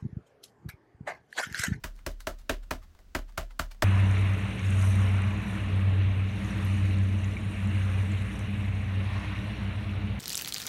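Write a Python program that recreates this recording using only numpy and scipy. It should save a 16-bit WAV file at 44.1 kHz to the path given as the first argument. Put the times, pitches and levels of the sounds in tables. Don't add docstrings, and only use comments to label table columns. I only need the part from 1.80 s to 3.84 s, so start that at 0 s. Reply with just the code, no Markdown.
import sys
import numpy as np
from scipy import signal
from scipy.fft import rfft, irfft
from scipy.io import wavfile

SR = 44100
rng = np.random.default_rng(int(sys.argv[2]) if len(sys.argv) > 2 else 0)


def transcribe(signal):
    frames = np.atleast_2d(signal).T
    limited = np.clip(frames, -1, 1)
    pcm = np.round(limited * 32767).astype(np.int16)
    wavfile.write(sys.argv[1], SR, pcm)


N = 90052

# moment of the clack in seconds, overall level in dB, hollow pitch in Hz,
# hollow, knock, snap and treble levels in dB, how much earlier the edge lands in seconds, edge level in dB,
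# how much later the case settles in seconds, settle, table thump and table sway levels in dB.
PAT_ROWS = [(0.0415, -6.5, 297, -6.5, -5, -2.5, 3, 0.0044, 0, 0.0009, -2, -0.5, -3.5),
            (0.2649, -8, 375, 7.5, 1.5, 0, 4.5, .0030, -6, 0.00064, 3.5, 2.5, -1),
            (0.4713, -2, 370, 3, -0.5, -5.5, 0, .0028, -3, .0014, 0, -2, -4),
            (0.6961, -2, 424, 11.5, 2, 4.5, 3, 0.0031, -4.5, 0.00033, -0.5, 3, 0),
            (0.9108, -2.5, 250, 4.5, 1, -1.5, 0.5, 0.0034, 0, 0.0033, -1, 3, -4),
            (1.3506, 0, 279, 3.5, -1, -0.5, -1, 0.0024, -5, .0027, -5, 3, -0.5),
            (1.5789, -2.5, 300, -2.5, 2, -1.5, 1, .0040, 1, 0.0012, -4, 4, -1.5),
            (1.796, 0, 420, -10, -5, -4.5, 0, .0040, 2.5, 0.00058, 0.5, 5, 0),
            (2.024, 5.5, 350, 1, 2, -5.5, -2, 0.0029, 1.5, 0.00053, -1, 4, 7)]

BASS_HZ, KNOCK_HZ, MID_HZ, SNAP_HZ, TREBLE_HZ = 170, 655, 1340, 2450, 5600


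def amp(db):
    return 10 ** (np.asarray(db) / 20)


def unit(x):
    return x / np.sqrt(np.sum(x ** 2) + 1e-20)


def read(points, hz):
    f, value = np.transpose(points)
    return np.interp(np.log(hz + 1), np.log(f + 1), value)


def add(mix, s, sound):
    part = mix[max(round(s * SR), 0):][:len(sound)]
    part += sound[:len(part)]


def colour(x, points, size=4096):
    hz = abs(np.fft.fftfreq(size, 1 / SR))
    log_gain = np.log(amp(read(points, hz)))
    spectrum = np.exp(np.conj(signal.hilbert(log_gain)))
    taps = np.fft.ifft(spectrum).real[:size // 2]
    return signal.fftconvolve(x, taps)[:len(x)]


def ring(modes, length):
    t = np.arange(length) / SR
    total = np.zeros(length)
    for k, (hz, db, t60) in enumerate(modes):
        direction = (-1) ** (k + 1)
        total += direction * amp(db - 60 * t / t60) * np.sin(2 * np.pi * hz * t)
    return total


def grit(envelope, low_hz=710):
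    high = signal.butter(1, low_hz, "high", fs=SR)
    return unit(signal.lfilter(*high, envelope * rng.standard_normal(len(envelope))))


def uneven(length, spread_db):
    return amp(spread_db * np.minimum(rng.exponential(1, length), 5))


def air():
    # frequency in Hz, relative density in dB per Hz.
    air_spectrum = [(15, -7.5), (26, -4.5), (37, 1), (55, -9.5), (78, -3.5), (120, -29.5), (200, -18.5),
                    (450, -32), (640, -30.5), (850, -38), (1500, -35), (2200, -39), (6000, -43),
                    (11000, -52), (16000, -47.5)]
    level_db = -56
    gain = amp(read(air_spectrum, np.fft.rfftfreq(N, 1 / SR)))
    noise = irfft(rfft(rng.standard_normal(N)) * gain, N)
    return amp(level_db) * np.sqrt(N) * unit(noise)


def echoes():
    # frequency in Hz, t60 in seconds.
    room_decay = [(150, 0.15), (400, 0.16), (1000, 0.14), (2800, 0.17), (7000, 0.16), (15000, 0.15)]
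    # frequency in Hz, level in dB.
    room_colour = [(100, -6), (400, 9.5), (1500, -3.5), (4000, -0.5), (8000, 0.5), (15000, 3.5)]
    scatter_db, room_db, room_rise_s = 3.5, 1.5, 0.002
    near_db, near_s = -0.5, 0.004
    t = np.arange(SR // 2) / SR
    scattered = uneven(len(t), scatter_db) * rng.standard_normal(len(t))
    hz, when, bands = signal.stft(scattered, SR, nperseg=256)
    bands = bands * amp(-60 * when / read(room_decay, hz)[:, None])
    tail = signal.istft(bands, SR)[1][:len(t)]
    tail = tail * (1 - np.exp(-t / room_rise_s))
    near = grit(np.exp(-t / near_s) * np.sqrt(t))
    return amp(room_db) * colour(unit(tail), room_colour) + amp(near_db) * near


def pat(s, db, hollow_hz, hollow_db, knock_db, snap_db, treble_db,
        edge_s, edge_db, settle_s, settle_db, *_):
    # frequency in Hz, level in dB.
    clack_colour = [(100, -27.5), (250, 5), (450, -9.5), (630, 8), (790, -0.5), (1000, 2.5), (1550, 6),
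                    (2300, -2), (4000, -8.5), (6800, -12.5), (9500, -19), (15500, -21)]
    # frequency in Hz, level in dB, t60 in seconds, limited to longest_t60.
    part_rings = [(266.5, -35.5, 0.076), (365.8, -32.5, 0.098), (426, -38, .1), (544, -45.5, 0.089),
                  (606, -38, 0.082), (660.8, -28, 0.087), (924, -27, 0.052), (999, -42.5, 0.28),
                  (1537, -27, 0.046), (1682, -41.5, 0.12), (2032, -54, 0.33), (2470, -30, 0.041),
                  (2950, -42, 0.26), (3210, -47.5, 0.048), (6470, -33.5, 0.017)]
    longest_t60 = 0.17
    clack_db, ring_db, click_db = 1, -4.5, 0.5
    crunch_db, crunch_s, edge_low_hz = -10, 0.001, 3300

    t = np.arange(SR // 2) / SR
    scrunch = grit((t < edge_s) * np.sqrt(t), edge_low_hz)
    crunch = np.exp(-t / crunch_s)
    blow = amp(edge_db) * scrunch
    add(blow, edge_s, amp([click_db]))
    add(blow, edge_s, amp(crunch_db) * grit(crunch) + echoes())
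    add(blow, edge_s + settle_s, amp(settle_db) * grit(crunch))

    sound = amp(clack_db) * colour(blow, clack_colour)
    limited = [(hz, level, min(t60, longest_t60)) for hz, level, t60 in part_rings]
    add(sound, edge_s, amp(ring_db) * ring(limited, len(t)))
    landing = [(BASS_HZ, 0), (hollow_hz, hollow_db), (KNOCK_HZ, knock_db),
               (MID_HZ, 0), (SNAP_HZ, snap_db), (TREBLE_HZ, treble_db)]
    return s - edge_s, amp(db) * colour(sound, landing)


def table():
    # frequency in Hz, level in dB, t60 in seconds.
    sway_modes = [(34.96, -31.5, 0.81), (41.7, -29, 0.17)]
    # frequency in Hz, level in dB, t60 in seconds.
    thump_modes = [(74.3, -29, 0.14), (77.7, -43.5, 0.28), (103.5, -49.5, 0.32), (155.4, -40, .13)]
    thump_lag_s, thump_rise_s, sway_lag_s = 0.0014, 0.0063, 0.0077
    cushion = 1 - np.exp(-np.arange(N) / SR / thump_rise_s)
    thump = cushion * ring(thump_modes, N)
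    sway = ring(sway_modes, N)
    out = np.zeros(N)
    for s, *_, thump_db, sway_db in PAT_ROWS:
        add(out, s + thump_lag_s, amp(thump_db) * thump)
        add(out, s + sway_lag_s, amp(sway_db) * sway)
    return out


def small_sound(contact, db, hollow_db, treble_db):
    # frequency in Hz, level in dB.
    peel_colour = [(200, -27), (700, -1), (1500, 2), (2600, -4), (4500, -1.5), (9000, -8.5), (15500, -13.5)]
    hollow_hz = 350
    case = [(hollow_hz, hollow_db), (MID_HZ, 0), (TREBLE_HZ, treble_db)]
    return amp(db) * colour(colour(contact, peel_colour), case)


def peel(s, db, swell_s, treble_db, grain_db=5, hollow_db=2):
    room_db = -7.5
    t = np.arange(SR // 2) / SR
    lead = np.pi * swell_s
    swell = np.exp(-0.5 * ((t - lead) / swell_s) ** 2)
    snaps = grit(uneven(len(t), grain_db) * swell)
    room = amp(room_db) * signal.fftconvolve(snaps, echoes())[:len(t)]
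    return s - lead, small_sound(snaps + room, db, hollow_db, treble_db)


def tick(s, db, hollow_db, treble_db):
    # frequency in Hz, level in dB, t60 in seconds.
    wall_ring = [(2036, -33.5, 0.046)]
    decay_s, snap_db, room_db = 0.0017, -6, -5.5
    click = grit(np.exp(-np.arange(SR // 2) / SR / decay_s))
    add(click, 0, amp([snap_db]))
    add(click, 0, ring(wall_ring, len(click)))
    return s, small_sound(click + amp(room_db) * echoes(), db, hollow_db, treble_db)


def scene():
    # height of the swell in seconds, level in dB, swell width in seconds, treble in dB.
    peel_rows = [(0.15, -53, 0.007, 13), (0.189, -29, .014, -3), (.407, -23, 0.006, -2),
                 (0.593, -29.5, 0.0077, 1.5), (.614, -28, .008, -5), (0.836, -24.5, 0.0067, -6.5),
                 (1.034, -21.5, 0.011, -8.5), (1.494, -21.5, 0.0094, -9.5), (1.712, -20.5, .008, -11.5),
                 (1.916, -14.5, 0.0055, -5.5)]
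    # start in seconds, level in dB, hollow level in dB, treble in dB.
    tick_rows = [(0.156, -48, -14, 9), (.163, -39.5, 0, 5), (.191, -23.5, -10, -16), (0.316, -31, 3, 3),
                 (0.4047, -16, -20, -3), (.588, -36, 14, 3.5), (0.835, -29.5, 8, -10),
                 (1.150, -31.5, 11, -7.5), (1.19, -28, 19.5, -6), (1.204, -39, -2, -3),
                 (1.523, -35, -8, -1.5), (1.708, -21, -3, -16.5), (1.947, -31, 16, -5.5)]
    out = air() + table()
    for source, rows in ((pat, PAT_ROWS), (peel, peel_rows), (tick, tick_rows)):
        for row in rows:
            add(out, *source(*row))
    return out[None]


def record(dry):
    edge_hz = 16200
    taps = signal.firwin(511, edge_hz, window=("kaiser", 9), fs=SR)
    return signal.oaconvolve(dry, taps[None], "same")


dry = scene()
out = record(dry)
transcribe(out)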